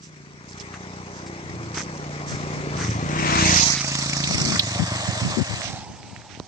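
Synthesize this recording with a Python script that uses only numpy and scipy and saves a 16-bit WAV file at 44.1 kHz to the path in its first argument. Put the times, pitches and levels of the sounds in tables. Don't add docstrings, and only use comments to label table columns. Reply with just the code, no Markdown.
import sys
import numpy as np
from scipy import signal
from scipy.fft import rfft, irfft, next_fast_len
from scipy.io import wavfile
from scipy.ndimage import uniform_filter1d

SR = 44100
rng = np.random.default_rng(int(sys.argv[2]) if len(sys.argv) > 2 else 0)


def int16_out(signal):
    q = np.round(np.clip(np.atleast_2d(signal).T, -1, 1) * 32767)
    wavfile.write(sys.argv[1], SR, q.astype(np.int16))


N = 285368

# (time [s], exhaust beat [dB], mechanical hiss [dB])
BIKE_LEVEL = [(0, -50.5, -50.5), (.4, -48.5, -49.5), (.63, -46, -43.5), (1.3, -43, -43.5), (2.05, -38, -40),
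              (2.72, -33.5, -36), (3.05, -31, -35), (3.41, -24, -17), (3.58, -26.5, -11.5),
              (3.68, -26, -12.5), (3.74, -30, -19.5), (3.85, -34, -27), (4.25, -31, -27), (4.45, -30, -24),
              (4.75, -35, -28.5), (5.35, -40.5, -29), (5.66, -48, -34), (5.89, -52.5, -45),
              (6.47, -61, -50.5)]
# (time [s], colour [0 far behind, 1 close behind, 2 alongside, 3 ahead, 4 far ahead,
# 5 hand over the phone], lead of the left port [ms])
BEARING = [(0, 0, .26), (2.6, .15, .28), (3.05, .5, .36), (3.28, 1, .43), (3.4, 1.3, .43), (3.6, 2, .36),
           (3.7, 2, .2), (3.85, 3, -.15), (4.1, 3, -.165), (4.3, 3, -.185), (4.5, 3, -.185), (4.8, 4, -.18),
           (5.6, 4, -.18), (5.85, 5, -.05), (6.47, 5, 0)]


def gain_of(db):
    return 10 ** (np.asarray(db) / 20)


def evened(x):
    return x / np.sqrt(np.mean(x ** 2) + 1e-20)


def smoothed(x, first, second, axis=-1):
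    return uniform_filter1d(uniform_filter1d(x, size=first, axis=axis), size=second, axis=axis)


def curves(rows, t):
    s, *columns = np.transpose(rows)
    return [np.interp(t, s, c) for c in columns]


def colours(rows, hz):
    f, *columns = np.transpose(rows)
    return np.array([np.interp(np.log(hz + 1), np.log(f + 1), c) for c in columns])


def add(mix, s, sound, pan_db=0):
    part = mix[:, round(s * SR):][:, :len(sound)]
    part += sound[:part.shape[1]] * gain_of([[min(pan_db, 0)], [min(-pan_db, 0)]])


def band(x, lo_hz, hi_hz, order=2):
    return signal.sosfilt(signal.butter(order, [lo_hz, min(hi_hz, SR / 2.2)], "band", fs=SR, output="sos"), x)


def spell(t, start, end, rise_s, fall_s):
    return np.clip(np.minimum((t - start) / rise_s, 1 - (t - end) / fall_s), 0, 1)


def crank():
    # (time [s], rate [firings/s])
    firing_rate = [(0.0, 32.98), (0.24, 28.31), (0.53, 30.48), (1.4, 30.54), (1.68, 27.33), (1.82, 33.53),
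                   (1.94, 29.88), (2.25, 29.18), (2.5, 30.23), (2.77, 28.62), (2.97, 27.35), (3.05, 28.32),
                   (3.17, 31.37), (3.32, 30.08), (3.56, 29.1), (3.81, 27.6), (4.5, 28.47), (4.62, 26.18),
                   (5.16, 22.95)]
    first_turn = -.3
    return first_turn + np.cumsum(curves(firing_rate, np.arange(N) / SR)[0]) / SR


def opening(t):
    # (starts closing [s], starts opening [s], share closed [0-1])
    throttle_lifts = [(1.445, 1.684, 0.9), (2.72, 2.94, 0.9), (4.503, 7.0, 1)]
    close_s, open_s = 0.11, 0.14
    closed = sum(share * spell(t, start, end, close_s, open_s) for start, end, share in throttle_lifts)
    return np.clip(1 - closed, 0, 1)


def depth(t):
    # (starts [s], starts fading [s], depth [factor])
    deep_spells = [(0.38, 1.328, 0.92), (3.28, 3.57, 1.23)]
    ramp_s = 0.13
    return sum(share * spell(t, start, end, ramp_s, ramp_s) for start, end, share in deep_spells)


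def beat_gain(t):
    shut_db, deep_db = 3.5, 2
    return gain_of(curves(BIKE_LEVEL, t)[0] + shut_db * (1 - opening(t)) + deep_db * depth(t))


def rung(at, size, modes):
    train, t = np.zeros(N + SR), np.arange(9000) / SR
    np.add.at(train, np.round(at * SR).astype(int), size)
    ring = -sum(gain_of(db - 60 * t / t60_s) * np.sin(2 * np.pi * hz * t) for hz, db, t60_s in modes)
    return signal.oaconvolve(train, ring * (1 - np.exp(-t / 0.002)))[:N]


def exhaust():
    # (frequency [Hz], level [dB], t60 [s])
    silencer_open = [(83.3, -28, 0.0095), (138, 4.5, 0.031), (209, 7.5, 0.025), (283.6, -14.5, 0.061)]
    # (frequency [Hz], level [dB], t60 [s])
    silencer_shut = [(117, 3, 0.071), (167, 4.5, 0.045), (250, -1.5, 0.036)]
    # (frequency [Hz], level [dB], t60 [s])
    air_box = [(242, -10.5, 0.074), (301, -6, 0.044), (335, -10, 0.079), (432, -13.5, 0.25)]
    fire_s = np.flatnonzero(np.diff(np.floor(crank()))) / SR - .0014
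    throttle = opening(fire_s)
    colour, lead_ms = curves(BEARING, fire_s)
    first_draw, second_draw, gap_draw = rng.standard_normal((len(fire_s), 3)).T
    front = np.clip(1.6 - colour, 0, 1)
    plain_db = 4.8 * front * np.maximum(1 - depth(fire_s), 0)
    first = gain_of(1.2 * first_draw)
    second = gain_of(4.5 - (13.0 - plain_db) * throttle + 3.4 * second_draw)
    gap_s = 0.0094 + 0.0042 * throttle + 0.0006 * gap_draw
    ports = []
    for at in (fire_s, fire_s + lead_ms / 1000):
        first_beat = rung(at, first * throttle, silencer_open) + rung(at, first * (1 - throttle), silencer_shut)
        second_beat = rung(at + gap_s, second, silencer_shut)
        ports.append(first_beat + second_beat + rung(at, first * front, air_box))
    return evened(np.array(ports)) * beat_gain(np.arange(N) / SR)


def orders():
    # (order, usual level [dB], level in a deep spell [dB])
    order_levels = [(3, -24.5, -8.5), (4, -29, -13.5), (5, -3.5, -13), (6, -9, -4.5), (2, -18, -11),
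                    (7, -22, -17), (10, -18.5, -19.5), (8, -19, -19.5), (9, -19, -20.5), (11, -20.5, -18),
                    (13, -20.5, -19.5)]
    waver_db, shut_db = 2, -3.5
    t = np.arange(N) / SR
    colour, lead_ms = curves(BEARING, t)
    turns = np.array([crank(), np.interp(t - lead_ms / 1000, t, crank())])
    tones = np.zeros((2, N))
    for order, usual_db, deep_db in order_levels:
        drift = np.interp(t, np.arange(50) * .14, rng.standard_normal(50))
        level_db = usual_db + (deep_db - usual_db) * depth(t) + waver_db * drift
        tones -= gain_of(level_db) * np.cos(2 * np.pi * round(order) * turns)
    tones *= gain_of(shut_db * (1 - opening(t))) * np.clip(4 - colour, 0, 1)
    return np.sqrt(2) * tones * beat_gain(t)


def hums():
    # (first frequency [Hz], last frequency [Hz], level against the beat [dB], start [s], end [s])
    hum_glides = [(338, 334, -6, 1.1, 2.05), (392, 410, -11, 0.01, 1.7), (388, 382, -9, 2.4, 2.85),
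                  (819, 822, -13, 0.48, 1.45), (820, 800, -16, 1.5, 2.6), (330, 318, -7, 3.07, 3.6),
                  (672, 658, -12, 3.3, 3.47), (632, 612, -11, 3.43, 3.58), (985, 1002, -8, 3.22, 3.45),
                  (960, 920, -10, 3.4, 3.76)]
    flutter_db = 2
    t = np.arange(N) / SR
    lead_s = curves(BEARING, t)[1] / 1000
    tones = np.zeros((2, N))
    for first_hz, last_hz, db, start, end in hum_glides:
        hz = np.interp(t, [start, end], [first_hz, last_hz])
        waver = evened(smoothed(rng.standard_normal(N), 2500, 1500))
        cycles = np.cumsum(hz * (1 + .007 * waver)) / SR
        port_cycles = cycles - np.array([0 * t, hz * lead_s])
        level = gain_of(db + flutter_db * np.roll(waver, 9000)) * spell(t, start, end - .1, 0.041, 0.078)
        tones += level * np.sin(2 * np.pi * port_cycles)
    return np.sqrt(2) * tones * beat_gain(t)


def hiss(turning):
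    # (frequency [Hz], left [dB], right [dB])
    far_behind = [(340, -65.5, -66), (600, -70.5, -70), (1020, -70, -71.5), (1430, -73.5, -78),
                  (2140, -71.5, -82), (3010, -85, -89), (4600, -87, -82), (6200, -87.5, -79),
                  (7800, -86, -96.5), (8820, -99.5, -104.0), (9660, -119.0, -118.0),
                  (15000, -130.0, -131.0)]
    close_behind = [(400, -55, -56), (695, -53, -53), (1070, -46, -50), (1480, -52.5, -54.5),
                    (2280, -47, -57), (3020, -55, -61.5), (4560, -59.5, -65), (6430, -66, -58.5),
                    (7730, -62, -78), (8800, -76.5, -78.5), (9900, -100, -87), (15000, -110.0, -109.0)]
    alongside = [(403, -83, -85), (710, -77, -77), (1100, -68, -67.5), (1490, -63.5, -63),
                 (2130, -55.5, -57.5), (3100, -64, -58.5), (4450, -57, -49.5), (6400, -61, -44),
                 (7670, -63, -62), (8850, -76, -70), (10200, -80, -92), (15100, -99.0, -102)]
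    ahead = [(430, -71, -68.5), (645, -71, -71.5), (1230, -62, -62.5), (1580, -67, -71.5),
             (2200, -65, -66.5), (2930, -68.5, -68.5), (4600, -70, -60), (5900, -68.5, -58.5),
             (7900, -66.5, -81.5), (9100, -84.5, -86), (10100, -112, -102), (15000, -107.0, -103.0)]
    far_ahead = [(456, -79.5, -75.5), (670, -69, -70), (1130, -64.5, -63.5), (1440, -68, -68.5),
                 (1790, -61, -64.5), (2760, -66, -68), (4180, -69.5, -63), (6940, -73.5, -65.5),
                 (7550, -63, -93), (8750, -77, -81), (10500, -109, -99.5), (15000, -121.0, -108.0)]
    covered = [(480, -85, -81), (750, -76.5, -70.5), (1020, -75.5, -85), (1290, -85, -77),
               (1990, -76, -76.5), (3200, -80.5, -75), (4430, -83, -72.5), (6170, -83, -70.5),
               (7900, -77, -88), (9800, -102, -105.0), (10200, -115.0, -113.0), (15100, -130.0, -128.0)]
    # (frequency [Hz], far behind [-1 to 1], from close behind on [-1 to 1])
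    likeness = [(100, 1, .99), (1000, 0.88, .9), (1800, 0.94, 0.6), (2850, 0.12, .88), (3900, 0.11, 0.4),
                (6470, 0.25, 0.29), (12000, 0.4, 0.26)]
    frames, hz = N // 128 + 6, np.fft.rfftfreq(512, 1 / SR)
    t = np.arange(frames) * 128 / SR
    a, b, c, d, patches = rng.standard_normal((frames, len(hz), 5)).T
    patches = evened(smoothed(patches, 6, 1, axis=0))
    patches = evened(uniform_filter1d(patches, size=16, axis=1))
    clatter = rng.standard_normal(frames)
    colour, lead_ms = curves(BEARING, t)
    low_db, _, drone_db, drone_hz = curves(turning, colour)

    tables = (far_behind, close_behind, alongside, ahead, far_ahead, covered)
    shapes = np.array([colours(rows, hz) for rows in tables])
    index = np.arange(len(shapes))[:, None]
    share = np.clip(1 - abs(np.clip(colour, 0, len(shapes) - 1) - index), 0, 1)
    shape = gain_of(np.einsum("kcf,kt->cft", shapes, share))
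    shape /= np.sqrt((shape[:, hz > 1500] ** 2).sum(1).mean(0) / len(hz))
    low = 1 / (1 + (hz[:, None] / 1100) ** 4)
    drone = drone_db / (1 + ((hz[:, None] - drone_hz) / 70) ** 2)
    flicker_db = (1.67 - 0.33 * low) * patches + 1.52 * (1 - low) * clatter
    level_db = curves(BIKE_LEVEL, t)[1] + low * low_db + drone + flicker_db

    far, near = colours(likeness, hz)[:, :, None]
    same = np.clip(far + (near - far) * np.clip(colour, 0, 1), -1, 1)
    phase = 2 * np.pi * hz[:, None] * lead_ms / 1000
    left = a + 1j * b
    right = (same * left + np.sqrt(1 - same ** 2) * (c + 1j * d)) * np.exp(-1j * phase)
    spectra = np.array([left, right]) * shape * gain_of(level_db)
    noise = signal.istft(spectra, nperseg=512, noverlap=384)[1][:, :N] / 16
    return band(noise, 310, 19000, order=3)


def machinery():
    # (colour, hiss below about 1 kHz [dB], chuff depth on the hiss [factor],
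    # tyre drone [dB], tyre drone frequency [Hz])
    turning = [(0, -12.5, 0.089, -4, 820), (.05, -2, 0.15, 0.5, 760), (.15, 2.5, 0.094, -7, 882),
               (1.01, 1, 0.069, -6, 920), (2.01, 19, .7, 3, 760), (2.7, -4, 1.1, 11, 680),
               (3.0, -5.5, 2.27, 13.5, 633), (4.0, 6, 0.17, 11, 633), (5.0, 8, 0.083, 8.5, 880)]
    # (low edge [Hz], high edge [Hz], level [dB], unevenness [dB])
    puff_bands = [(350, 2500, -2, 3), (1610, 2900, 3, 2.5), (2520, 4300, -0.5, 11), (3880, 10100, 0.5, 2)]
    noise = hiss(turning)
    colour = curves(BEARING, np.arange(N) / SR)[0]
    chuff = np.maximum(curves(turning, colour)[1], 0)
    puff = np.exp(-((crank() + .04) % 1) / .13)
    firing = np.floor(crank() + 1.04).astype(int)
    draws = rng.standard_normal((250, len(puff_bands))).T[:, firing]
    out = noise.copy()
    for (lo_hz, hi_hz, db, uneven_db), draw in zip(puff_bands, draws):
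        burst = smoothed(puff * gain_of(db + uneven_db * draw), 70, 40)
        out += burst * chuff * band(noise, lo_hz, hi_hz)
    return out


def scuffs():
    # (time [s], length [s], level before swell [dB], centre [Hz], left minus right [dB])
    scuff_events = [(0.011, 0.1, -44, 5300, 8), (0.476, 0.084, -43.5, 5760, 10),
                    (0.574, 0.02, -38, 4900, 7), (0.593, 0.039, -34.5, 4630, 6),
                    (0.729, 0.048, -27.5, 2040, 14), (1.127, 0.13, -46.5, 5150, 3.5),
                    (1.26, 0.04, -33, 4100, 17), (1.637, 0.02, -51, 6000, -1),
                    (1.7428, 0.016, -31, 4300, 6), (1.745, 0.042, -24, 2000, 19),
                    (1.765, 0.026, -16.5, 1780, 14), (1.783, 0.046, -19, 2250, 21),
                    (1.749, 0.11, -34, 5870, 1), (2.264, 0.13, -34.5, 5600, 6),
                    (2.297, 0.049, -36, 1770, 3), (2.77, 0.14, -20, 1930, 18), (2.754, 0.25, -36, 5900, 2),
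                    (5.623, 0.1, -31, 3580, -22), (6.283, 0.14, -42.5, 2800, -2)]
    drag = 0.62
    out = np.zeros((2, N))
    for s, length_s, db, hz, pan_db in scuff_events:
        n = round(length_s * SR)
        swell = np.sin(np.pi * np.linspace(0, 1, n) ** drag) ** 1.16
        grit, grains = rng.standard_normal((SR // 3, 2))[:n].T
        uneven = gain_of(3.6 * np.clip(evened(uniform_filter1d(grains, size=25)), -3, 2))
        add(out, s, gain_of(db) * evened(band(grit * uneven, hz * 0.48, hz * 1.26)) * swell, pan_db)
    return out


def ticks():
    # (time [s], level before onset and decay [dB], frequency [Hz], left minus right [dB])
    tick_events = [(0.052, -39, 7090, 5), (0.4912, -28, 5040, -6), (0.5217, -28, 5060, -15),
                   (0.5327, -22, 4700, 5), (0.5801, -40, 5530, -7), (0.6, -22, 5330, -17),
                   (0.7767, -35, 1910, 4.0), (0.9812, -40, 2100, 13), (1.267, -16, 1780, 7),
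                   (1.719, -26, 3970, -13), (1.7455, -18, 4300, -8), (1.7746, -16, 5560, -23),
                   (1.7765, -12, 1690, 1), (1.8055, -10, 1900, 3), (2.91, -19.5, 5630, -5),
                   (3.701, -9, 5800, -15), (3.7078, -7, 5750, -15), (5.618, -7, 1930, -24),
                   (6.031, -21, 2200, -11), (6.0984, -28, 3050, -2), (6.1633, -14.5, 1870, -24),
                   (6.218, -23, 1720, -13), (6.312, -29, 1500, -11), (6.3997, -35, 1130, -8)]
    out, t = np.zeros((2, N)), np.arange(1500) / SR
    onset, t60_s = 1 - np.exp(-t / 0.00015), 0.0035
    for s, db, hz, pan_db in tick_events:
        add(out, s, gain_of(db - 60 * t / t60_s) * onset * np.sin(2 * np.pi * hz * t), pan_db)
    return out


def knocks():
    # (time [s], level before decay [dB], frequency [Hz], t60 [s])
    knock_events = [(1.7725, -11.5, 330, 0.018), (6.326, -18, 222, 0.0061), (6.375, -18, 260, 0.0089),
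                    (6.3991, -19, 3940, 0.0034), (6.4, -24, 1000, 0.013), (6.4009, -5.5, 294, 0.0056)]
    out, t = np.zeros((2, N)), np.arange(1500) / SR
    for s, db, hz, t60_s in knock_events:
        add(out, s, -gain_of(db - 60 * t / t60_s) * np.sin(2 * np.pi * hz * t))
    return out


def steps():
    # (frequency [Hz], left [dB], right [dB])
    port_colour = [(800, -9, -3.5), (2180, -10.5, 0), (3680, -27, 1.5), (4480, -7, 2), (6470, -12.5, 13.5),
                   (7230, 6.5, -21), (8300, -1.5, -10), (10500, -27, -21), (15000, -45, -35)]
    size = next_fast_len(N + 2000)
    spectrum = rfft(scuffs() + ticks() + knocks(), size)
    return irfft(spectrum * gain_of(colours(port_colour, np.fft.rfftfreq(size, 1 / SR))), size)[:, :N]


def gusts():
    # (time [s], length [s], level before fades [dB], first frequency [Hz], last frequency [Hz],
    # left minus right [dB])
    gust_events = [(1.422, .15, -41, 99, 94, 20), (2.31, 0.043, -27, 160, 145, 17),
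                   (4.29, 0.083, -25.5, 163.4, 151, 24), (4.42, 0.15, -24, 210, 190, 17),
                   (4.79, 0.053, -14, 154.4, 164, 47), (5.082, 0.024, -18, 148, 112, -35),
                   (5.213, 0.029, -20.5, 128, 129, -17), (5.245, 0.038, -18.5, 194, 132, -26),
                   (5.2, 0.14, -27.5, 156, 150, 22), (5.367, 0.041, -14.5, 241, 210, 38),
                   (5.401, 0.028, -12.5, 167, 99, 43), (5.489, 0.063, -24.5, 122, 116, 32),
                   (5.728, 0.018, -29, 200, 130, -9)]
    out = np.zeros((2, N))
    for s, length_s, db, first_hz, last_hz, pan_db in gust_events:
        n = round(length_s * SR)
        rumble, wobble = rng.standard_normal((2, SR // 2))
        wobble = evened(uniform_filter1d(wobble, size=400))[-n:]
        hz = np.linspace(first_hz, last_hz, n) * (1 + .12 * wobble)
        whirr = np.sin(2 * np.pi * np.cumsum(hz) / SR)
        swirl = whirr + 0.48 * evened(band(rumble, first_hz * 0.5, first_hz * 1.5)[-n:])
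        add(out, s, gain_of(db) * evened(swirl) * signal.windows.tukey(n, .35), pan_db)
    return out


def breeze():
    # (time [s], level at the top [dB], rise and fall [dB/s])
    swells = [(1.6, -50, 39), (2.6, -37.5, 22), (3.3, -27.5, 45), (4.402, -27, 86.5), (5.6, -37.5, 15.5),
              (6.15, -42.5, 24)]
    calm_db = -55
    t = np.arange(N) / SR
    swell_db = np.max([np.maximum(db - slope_db * abs(t - s), calm_db) for s, db, slope_db in swells], 0)
    noise, lumps = rng.standard_normal((2, 2, N))
    lumps = evened(smoothed(lumps, 1200, 900, axis=1))
    return evened(band(noise, 31, 238) * gain_of(4.7 * np.minimum(lumps, 1.6))) * gain_of(swell_db)


def scene():
    return exhaust() + orders() + hums() + machinery() + steps() + gusts() + breeze()


def record(dry):
    threshold_db, duck_share, recovery_db_per_s, edge_hz = -20.5, 0.3, 61.0, 15600
    dry = signal.sosfilt(signal.butter(3, 62, "high", fs=SR, output="sos"), dry)
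    power = abs(uniform_filter1d(dry ** 2, size=500, axis=1)).max(0)
    power_db = 10 * np.log10(power + 1e-12)
    fall_db = np.arange(N) * recovery_db_per_s / SR
    held_db = np.maximum.accumulate(power_db + fall_db) - fall_db
    over_db = np.maximum(held_db - threshold_db, 0)
    ducked = dry / gain_of(duck_share * uniform_filter1d(over_db, size=300))
    rounded = 1.1 * np.tanh(ducked / 1.1)
    low_pass = signal.firwin(511, edge_hz, window=("kaiser", 9), fs=SR)
    return signal.oaconvolve(rounded, low_pass[None], "same")


dry = scene()
out = record(dry)
int16_out(out)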